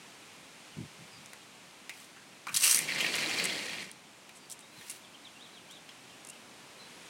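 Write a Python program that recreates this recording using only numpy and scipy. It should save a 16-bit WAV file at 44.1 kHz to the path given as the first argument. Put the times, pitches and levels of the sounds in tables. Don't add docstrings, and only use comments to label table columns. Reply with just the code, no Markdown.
import sys
import numpy as np
from scipy import signal
from scipy.fft import rfft, irfft
from scipy.io import wavfile
from scipy.ndimage import uniform_filter1d

SR = 44100
rng = np.random.default_rng(int(sys.argv[2]) if len(sys.argv) > 2 else 0)


def generate_wav(sig):
    pcm = np.round(np.clip(np.atleast_2d(sig).T, -1, 1) * 32767).astype(np.int16)
    wavfile.write(sys.argv[1], SR, pcm)


N = 312919
T = np.arange(N) / SR


def amp(db):
    return 10 ** (np.asarray(db) / 20)


def unit(x):
    return x / np.sqrt(np.mean(x ** 2) + 1e-18)


def colour(x, points, size=4096):
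    hz, db = np.transpose(points)
    f = np.maximum(np.arange(size // 2 + 1) * SR / size, 1)
    low_cut = np.minimum(f / hz[0], 1)
    gain = low_cut * amp(np.interp(np.log(f), np.log(hz), db))
    cepstrum = irfft(np.log(gain))
    cepstrum[1:size // 2] *= 2
    cepstrum[size // 2 + 1:] = 0
    response = irfft(np.exp(rfft(cepstrum)))
    return signal.fftconvolve(x, response / np.linalg.norm(response))[:len(x)]


def resonate(x, hz, width_hz):
    return signal.lfilter(*signal.iirpeak(hz, hz / width_hz, fs=SR), x)


def resonate_twice(x, hz, width_hz):
    return resonate(resonate(x, hz, width_hz), hz, width_hz)


def walk(per_s):
    step = max(int(SR / per_s), 1)
    held = np.repeat(rng.standard_normal(N // step + 1), step)
    return unit(uniform_filter1d(held, step)[:N])


def crackle(per_s, spread_db):
    happens = rng.random(N) < per_s / SR
    size = amp(spread_db * np.minimum(rng.exponential(size=N), 4))
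    return unit(happens * size * rng.choice([-1, 1], N))


def fall(t, t60):
    return np.exp(-np.log(1000) * t / t60)


def after(s):
    return np.maximum(T - s, 0)


def before(s):
    return np.maximum(s - T, 0)


def swells(table):
    return sum(amp(db) * np.exp(-.5 * ((T - s) / half) ** 2) for s, db, half in table)


def burst(envelope, grain):
    return unit(envelope * grain) * np.sqrt(np.mean(envelope ** 2))


def add(out, s, x):
    i = int(s * SR)
    out[i:i + len(x)] += x[:len(out) - i]


# time_s, murmur_db, hiss_db
HUSH_LEVELS = [(0, -57, -53.5), (1.2, -58, -54.5), (2.3, -58.5, -56), (4.1, -59, -57), (6.2, -57, -55),
               (6.8, -55.5, -54), (7.1, -56.3, -51.5)]
# freq_hz, gain_db
MURMUR_EQ = [(25, -46), (50, -18), (90, -9), (160, 0.5), (260, 1.5), (450, -2.5), (1000, -3), (1600, -9.5),
             (3000, -31)]
# freq_hz, gain_db
FOLIAGE_EQ = [(900, -10.5), (1700, -4), (2400, -0.5), (3300, -3.5), (5000, -7.5), (7000, -9), (9200, -10.5),
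              (11500, -18.5), (15500, -31)]


def garden():
    s, murmur_db, hiss_db = np.transpose(HUSH_LEVELS)
    murmur_gain = amp(np.interp(T, s, murmur_db) + 0.099 * walk(3.35))
    murmur = colour(rng.standard_normal(N), MURMUR_EQ)
    hiss_gain = amp(np.interp(T, s, hiss_db) + 0.24 * walk(9.2))
    hiss = colour(rng.standard_normal(N), FOLIAGE_EQ)
    return murmur_gain * murmur + hiss_gain * hiss


def whistle(hz, rasp):
    hz = hz * (1 + rasp * walk(700)[:len(hz)])
    return signal.windows.tukey(len(hz), .35) * np.sin(2 * np.pi * np.cumsum(hz) / SR)


# crest_s, rise_s, fall_s, crest_hz, end_hz, level_db
SONG_NOTES = [(.705, 0, 0.052, 3270, 2600, -61), (4.63, 0.0093, 0.03, 3760, 3680, -58),
              (4.775, 0.0065, 0.053, 4250, 3080, -57), (5.035, 0.002, 0.026, 3670, 2970, -56),
              (5.148, 0.014, 0.015, 3210, 2800, -51.5), (5.245, 0.0013, 0.037, 4060, 2880, -51.5),
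              (5.355, 0.0024, 0.025, 2820, 2600, -54), (5.435, 0.051, 0.041, 3970, 2950, -52.5),
              (5.534, 0.0056, .066, 4060, 2560, -55), (5.744, 0.061, 0.048, 3970, 2600, -53.5),
              (6.095, 0.0017, 0.037, 3180, 2630, -55), (6.338, 0.06, 0.039, 2990, 2300, -55.5)]
# start_s, pitch_hz, level_db, slide_hz
PEEP_CALLS = [(1.108, 4760, -56.5, 700), (4.39, 4650, -62, 300), (4.72, 4020, -60, 50),
              (6.785, 4030, -53.5, 250)]


def bird(size=16384):
    foot_hz, roundness = 2640, 1.3
    peep_s, slide_t60_s = 0.08, 0.118
    flicker_db, echo_db, echo_t60_s = 2.4, -4.5, .22
    song = np.zeros(N)
    for crest, rise, drop, top_hz, end_hz, db in SONG_NOTES:
        up = (top_hz - foot_hz) * np.linspace(1, 0, int(abs(rise) * SR)) ** roundness
        down = (top_hz - end_hz) * np.linspace(0, 1, int(drop * SR)) ** roundness
        add(song, crest - rise, amp(db) * whistle(top_hz - np.r_[up, down], rasp=.016))
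    slide = fall(T[:int(peep_s * SR)], slide_t60_s)
    for s, hz, db, slide_hz in PEEP_CALLS:
        add(song, s, amp(db) * whistle(hz + slide_hz * slide, rasp=0.02))
    walls = rng.standard_normal(size) * fall(T[:size], echo_t60_s)
    echo = signal.fftconvolve(song, walls / np.linalg.norm(walls))[:N]
    return song * amp(flicker_db * walk(170)) + amp(echo_db) * echo


# middle_s, level_db, half_length_s
AIR_PUFFS = [(.795, -37.5, 0.018), (.843, -45.5, 0.016), (1.02, -52.5, 0.022), (1.2, -58.5, .054),
             (2.54, -53, 0.024), (4.785, -56.5, .008)]
# freq_hz, gain_db
PUFF_EQ = [(30, -53), (60, -10), (95, -4), (160, 0.5), (250, -11), (360, -16), (520, -44), (2000, -73)]


def puffs():
    eddies = colour(rng.standard_normal(N), PUFF_EQ)
    strength = np.sqrt(uniform_filter1d(eddies ** 2, size=1500) + 1e-9)
    push = swells(AIR_PUFFS) * eddies / strength
    return signal.sosfilt(signal.butter(4, 88, "high", fs=SR, output="sos"), push)


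# start_s, level_db, clatter_t60_s, body_hz, tick_vs_body_db
STALK_KNOCKS = [(1.333, -49.5, 0.024, 1600, 7), (1.8944, -40, 0.062, 2220, 2),
                (2.164, -52.5, 0.089, 1600, -5), (2.469, -36.5, 0.065, 1224, -3),
                (2.484, -40.5, 0.075, 2420, -5), (2.493, -43, 0.07, 1400, 0),
                (4.293, -49.5, 0.022, 2390, 4.5), (4.8113, -51, 0.034, 1790, 2),
                (5.891, -46.5, 0.029, 3130, -4)]
# ratio_to_body, level_db, t60_s
HOLLOW_MODES = [(1, -1.5, 0.034), (1.3, -3, .025), (1.66, 0, .025)]
# freq_hz, gain_db
CLATTER_EQ = [(300, -3.5), (900, -1.5), (1500, 0), (2300, 8.5), (3200, -3.5), (5000, -3), (9000, -5),
              (15000, -16)]


def knocks(size=8192):
    ticks, rings, t = np.zeros(N), np.zeros(N), T[:size]
    for s, db, t60, hz, tick_db in STALK_KNOCKS:
        clatter, push = rng.standard_normal((2, size))
        hollow = sum(amp(mode_db) * fall(t, mode_t60) * np.sin(2 * np.pi * ratio * hz * t)
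                     for ratio, mode_db, mode_t60 in HOLLOW_MODES)
        dull = burst(fall(t, t60 * 2.6), resonate_twice(push, hz, width_hz=580))
        envelope = amp(-0.5) * fall(t, t60) + amp(2.5) * fall(t, t60=0.0042)
        add(ticks, s, amp(db + tick_db) * clatter * envelope)
        add(rings, s, amp(db) * (hollow + amp(-1.0) * dull))
    return colour(ticks, CLATTER_EQ) + rings


# start_s, level_db, spray_t60_s, pitch_hz
TIP_FLICKS = [(1.260, -41.5, 0.016, 6500), (1.333, -44, .014, 4000), (2.002, -47, .006, 8300),
              (2.044, -49.5, .04, 9000), (2.543, -22.5, 0.037, 4030), (2.546, -24.5, .035, 5600),
              (2.563, -19, 0.054, 4200), (2.571, -16, 0.026, 7650), (2.6085, -23, 0.011, 6000),
              (2.702, -19, 0.0086, 8300), (2.710, -22, 0.024, 8400), (2.720, -26, .008, 5800),
              (2.725, -17, 0.0083, 5800), (2.746, -9.5, 0.0083, 5200), (2.761, -17, .006, 9400),
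              (2.772, -15.5, 0.0076, 9100), (2.783, -18, .005, 9300), (2.790, -18.5, .013, 9600),
              (2.82, -31, .012, 8000), (3.009, -31.5, 0.062, 6470), (3.155, -28, .015, 6960),
              (3.164, -29, 0.015, 9250), (3.441, -26.5, 0.039, 8100), (3.4534, -25, 0.031, 8000),
              (3.9146, -33.5, 0.007, 8900), (4.499, -36, 0.014, 8000), (4.506, -40.5, 0.06, 5000),
              (4.515, -35, 0.02, 7800), (4.522, -36.5, 0.068, 7660), (4.5917, -42, 0.013, 8800),
              (4.8977, -31.5, .014, 9850), (4.902, -34, 0.033, 9300), (4.9112, -36, 0.049, 10500),
              (5.7105, -43, .02, 4300)]
# middle_s, level_db, half_length_s
LEAF_GRAZES = [(1.99, -60, 0.056), (2.535, -50.5, .014), (4.80, -62.5, 0.059), (4.92, -54, 0.048)]
# freq_hz, gain_db
TIP_EQ = [(800, -23), (1700, -13), (2500, -13), (3400, -4.5), (5500, -1.5), (8800, 1), (10500, 0),
          (12500, -7.5), (15500, -14)]
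# freq_hz, gain_db
FLUTTER_EQ = [(180, -28), (350, -20), (650, -30), (1200, -9.5), (1380, -10.5), (1900, -6.5), (2850, -4.5),
              (3400, -8), (5000, -8.5), (9000, -18.5)]


def flicks(size=8192):
    tips, t = np.zeros(N), T[:size]
    rise_s, ring_db = 0.00016, 3
    attack = np.minimum(t / rise_s, 1)
    snap = amp(0.5) * fall(t, t60=0.0023)
    clumps = unit(amp(2.2 * np.tanh(walk(900))))
    for s, db, t60, hz in TIP_FLICKS:
        spray = amp(-1.0) * burst(fall(t, t60), clumps[int(s * SR):][:size])
        push = (snap + spray) * attack * rng.choice([-1, 1], size)
        add(tips, s, amp(db) * (push + amp(ring_db) * resonate(push, hz, width_hz=710)))
    grazes = swells(LEAF_GRAZES) * unit(crackle(9000, 2.6) * amp(1.9 * np.tanh(walk(250))))
    flutter = amp(1.5) * colour(grazes, FLUTTER_EQ)
    return colour(amp(-2.5) * tips + grazes, TIP_EQ) + flutter


# middle_s, level_db, half_length_s, pitch_hz
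TIP_BRUSHES = [(4.37, -54, 0.012, 8000), (4.608, -53, .004, 9000), (5.719, -55, .007, 8000),
               (6.25, -42.5, .0011, 8200), (6.272, -43.5, .0014, 8800), (6.289, -44, .002, 9000),
               (6.301, -41, 0.0028, 8600)]


def brushes(size=4096):
    out, t = np.zeros(N), T[:size] - T[size // 2]
    for s, db, half, hz in TIP_BRUSHES:
        fibres = colour(rng.laplace(size=size), TIP_EQ)
        bell = np.exp(-.5 * (t / half) ** 2)
        add(out, s + t[0], amp(db) * burst(bell, resonate(fibres, hz, width_hz=2900)))
    return out


# pitch_hz, width_hz, level_db
CASE_MODES = [(530, 82, -8), (1878, 32, 0.5), (2085, 12, 5.5), (2385, 14, 1.5), (2777, 23, 2.5),
              (3250, 34, 2), (4027, 27, 3.5), (4450, 15, 5), (5860, 160, -5.5), (8180, 130, -7)]


def case(x):
    rings = sum(amp(db) * resonate(x, hz, width) for hz, width, db in CASE_MODES)
    return amp(-1.31) * (x + amp(-0.5) * rings)


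def wander(x, rings_hz, depth_db=4):
    return x + sum((amp(depth_db * np.tanh(walk(per_s=55))) - 1) * resonate(x, hz, width_hz=700)
                   for hz in rings_hz)


def cracks(size=1024):
    per_s, spread_db, ring_cycles = 190, 1.5, 40
    low_hz, high_hz = 1830, 4860
    out, t = np.zeros(N), T[:size]
    for when, pitch, chance in rng.random((int(per_s * N / SR), 3)):
        hz = low_hz * (high_hz / low_hz) ** pitch
        db = spread_db * min(-np.log(1 - chance), 3)
        add(out, when * T[-1], amp(db) * fall(t, ring_cycles / hz) * np.sin(2 * np.pi * hz * t))
    return out


# middle_s, share_lost_db, half_length_s
GRIP_LIFTS = [(2.865, -9, 0.014), (3.11, -12, 0.013), (3.365, -9, 0.011), (3.65, -9, 0.011)]
# freq_hz, gain_db
SCRAPE_EQ = [(700, -19), (1100, -13), (1550, -7), (1900, -3), (2300, 1.5), (2800, -5), (3600, -7.5),
             (4300, -4), (5200, -10), (7000, -44)]
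# freq_hz, gain_db
HISS_EQ = [(3500, -2), (5500, 0), (7500, -0.5), (9500, -3), (11500, -11), (15500, -25)]
# freq_hz, gain_db
RUMBLE_EQ = [(100, -23), (200, 0), (330, 2.5), (500, 0), (750, -2.5), (1200, -5), (2000, -26.5)]


def drag():
    lands_s, firm_s, eases_s, clears_s = 2.74, 3.012, 3.45, 3.816
    press_db_per_s, ease_db_per_s, clear_db_per_s = 31, 23.5, 124
    scrape_db, crack_db, hiss_db, rumble_db, boom_db = -35.5, -33.5, -41, -43, -50.5
    pressure = (T > lands_s) * amp(-press_db_per_s * before(firm_s)
                                   - ease_db_per_s * after(eases_s)
                                   - clear_db_per_s * after(clears_s))
    contact = pressure * np.maximum(1 - swells(GRIP_LIFTS), 0)
    grip = unit(amp(1.3 * np.tanh(walk(110)) + 0.97 * walk(350)))
    scrape = wander(colour(grip * crackle(1600, 0.72), SCRAPE_EQ), rings_hz=(2200, 2900, 4300))
    boom = unit(resonate_twice(crackle(3000, 0.6), hz=174, width_hz=113))
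    ribs = cracks()
    hiss = colour(grip * crackle(5000, 2.8), HISS_EQ)
    rumble = colour(crackle(1500, 0.57), RUMBLE_EQ)
    return (contact * (amp(scrape_db) * scrape + amp(crack_db) * ribs)
            + amp(hiss_db) * pressure ** 0.87 * hiss
            + amp(rumble_db) * pressure * rumble
            + amp(boom_db) * pressure ** 0.44 * boom)


# start_s, level_db, pitch_hz, t60_s
BLADE_SLIPS = [(2.635, -27, 2670, 0.22), (2.745, -30, 5200, .014), (2.773, -31, 2270, 0.064),
               (2.79, -34.5, 2280, 0.095), (2.888, -27, 2290, 0.087), (2.921, -27, 2350, 0.03),
               (2.9802, -32, 2070, 0.029), (2.98, -33.5, 2920, 0.043), (3.0035, -18, 2830, 0.012),
               (3.01, -28, 2850, 0.086), (3.044, -27, 2260, 0.11), (3.063, -24.5, 2460, 0.026),
               (3.14, -30.5, 3076, 0.1), (3.14, -37, 2110, 0.06), (3.183, -28, 2310, .09),
               (3.185, -34.5, 4260, .09), (3.2255, -27.5, 2180, 0.045), (3.242, -30.5, 2220, 0.07),
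               (3.26, -34, 3980, 0.096), (3.29, -31, 2430, 0.2), (3.384, -29.5, 4240, .08),
               (3.398, -25, 2370, 0.032), (3.498, -33, 3250, .09), (3.693, -34.5, 2500, 0.045),
               (4.8973, -44, 2520, 0.038)]


def slips(size=8192):
    out, t = np.zeros(N), T[:size]
    jerks = crackle(per_s=2000, spread_db=2.0)
    rasp = amp(-10) * colour(jerks, FLUTTER_EQ)
    for s, db, hz, t60 in BLADE_SLIPS:
        i = int(s * SR)
        judder = unit(resonate_twice(jerks[i:i + size], hz, width_hz=800))
        add(out, s, amp(db) * burst(fall(t, t60), judder + rasp[i:i + size]))
    return out


# start_s, hold_s, level_db
EDGE_STROKES = [(2.55, 0.018, -31.5), (2.639, 0.098, -23)]
# freq_hz, gain_db
SWISH_EQ = [(200, -22), (1000, -17), (3200, -17), (4100, -7.5), (4600, -7), (5850, 0.5), (7100, -4.5),
            (8400, 2), (9500, 1), (10800, -4), (13000, -8), (15500, -14)]


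def swish():
    rise_db_per_s, release_db_per_s = 600, 204
    flutter_db, settle_db_per_s = -5, 55
    edge_gain, flutter_gain = np.zeros(N), np.zeros(N)
    for s, hold, db in EDGE_STROKES:
        stroke = amp(db - rise_db_per_s * before(s) - release_db_per_s * after(s + hold))
        edge_gain += stroke
        flutter_gain += stroke * amp(flutter_db - settle_db_per_s * after(s))
    touching = T > EDGE_STROKES[0][0]
    clumps = unit(amp(4.1 * np.tanh(walk(700))))
    rake = wander(colour(clumps * crackle(12000, 3.1), SWISH_EQ), rings_hz=(4100, 5900, 8200, 9500))
    flutter = colour(clumps * crackle(9000, 0.93), FLUTTER_EQ)
    return touching * (edge_gain * rake + flutter_gain * flutter)


def scene():
    touch = case(swish() + drag() + slips() + flicks()) + brushes() + knocks()
    low_cut = signal.butter(2, 85, "high", fs=SR, output="sos")
    return (signal.sosfilt(low_cut, touch) + puffs() + bird() + garden())[None]


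def record(dry):
    top_hz = 15900
    rounded = np.tanh(1.272 * dry) / 1.333
    return signal.sosfilt(signal.ellip(10, .2, 80, top_hz, fs=SR, output="sos"), rounded)


dry = scene()
out = record(dry)
generate_wav(out)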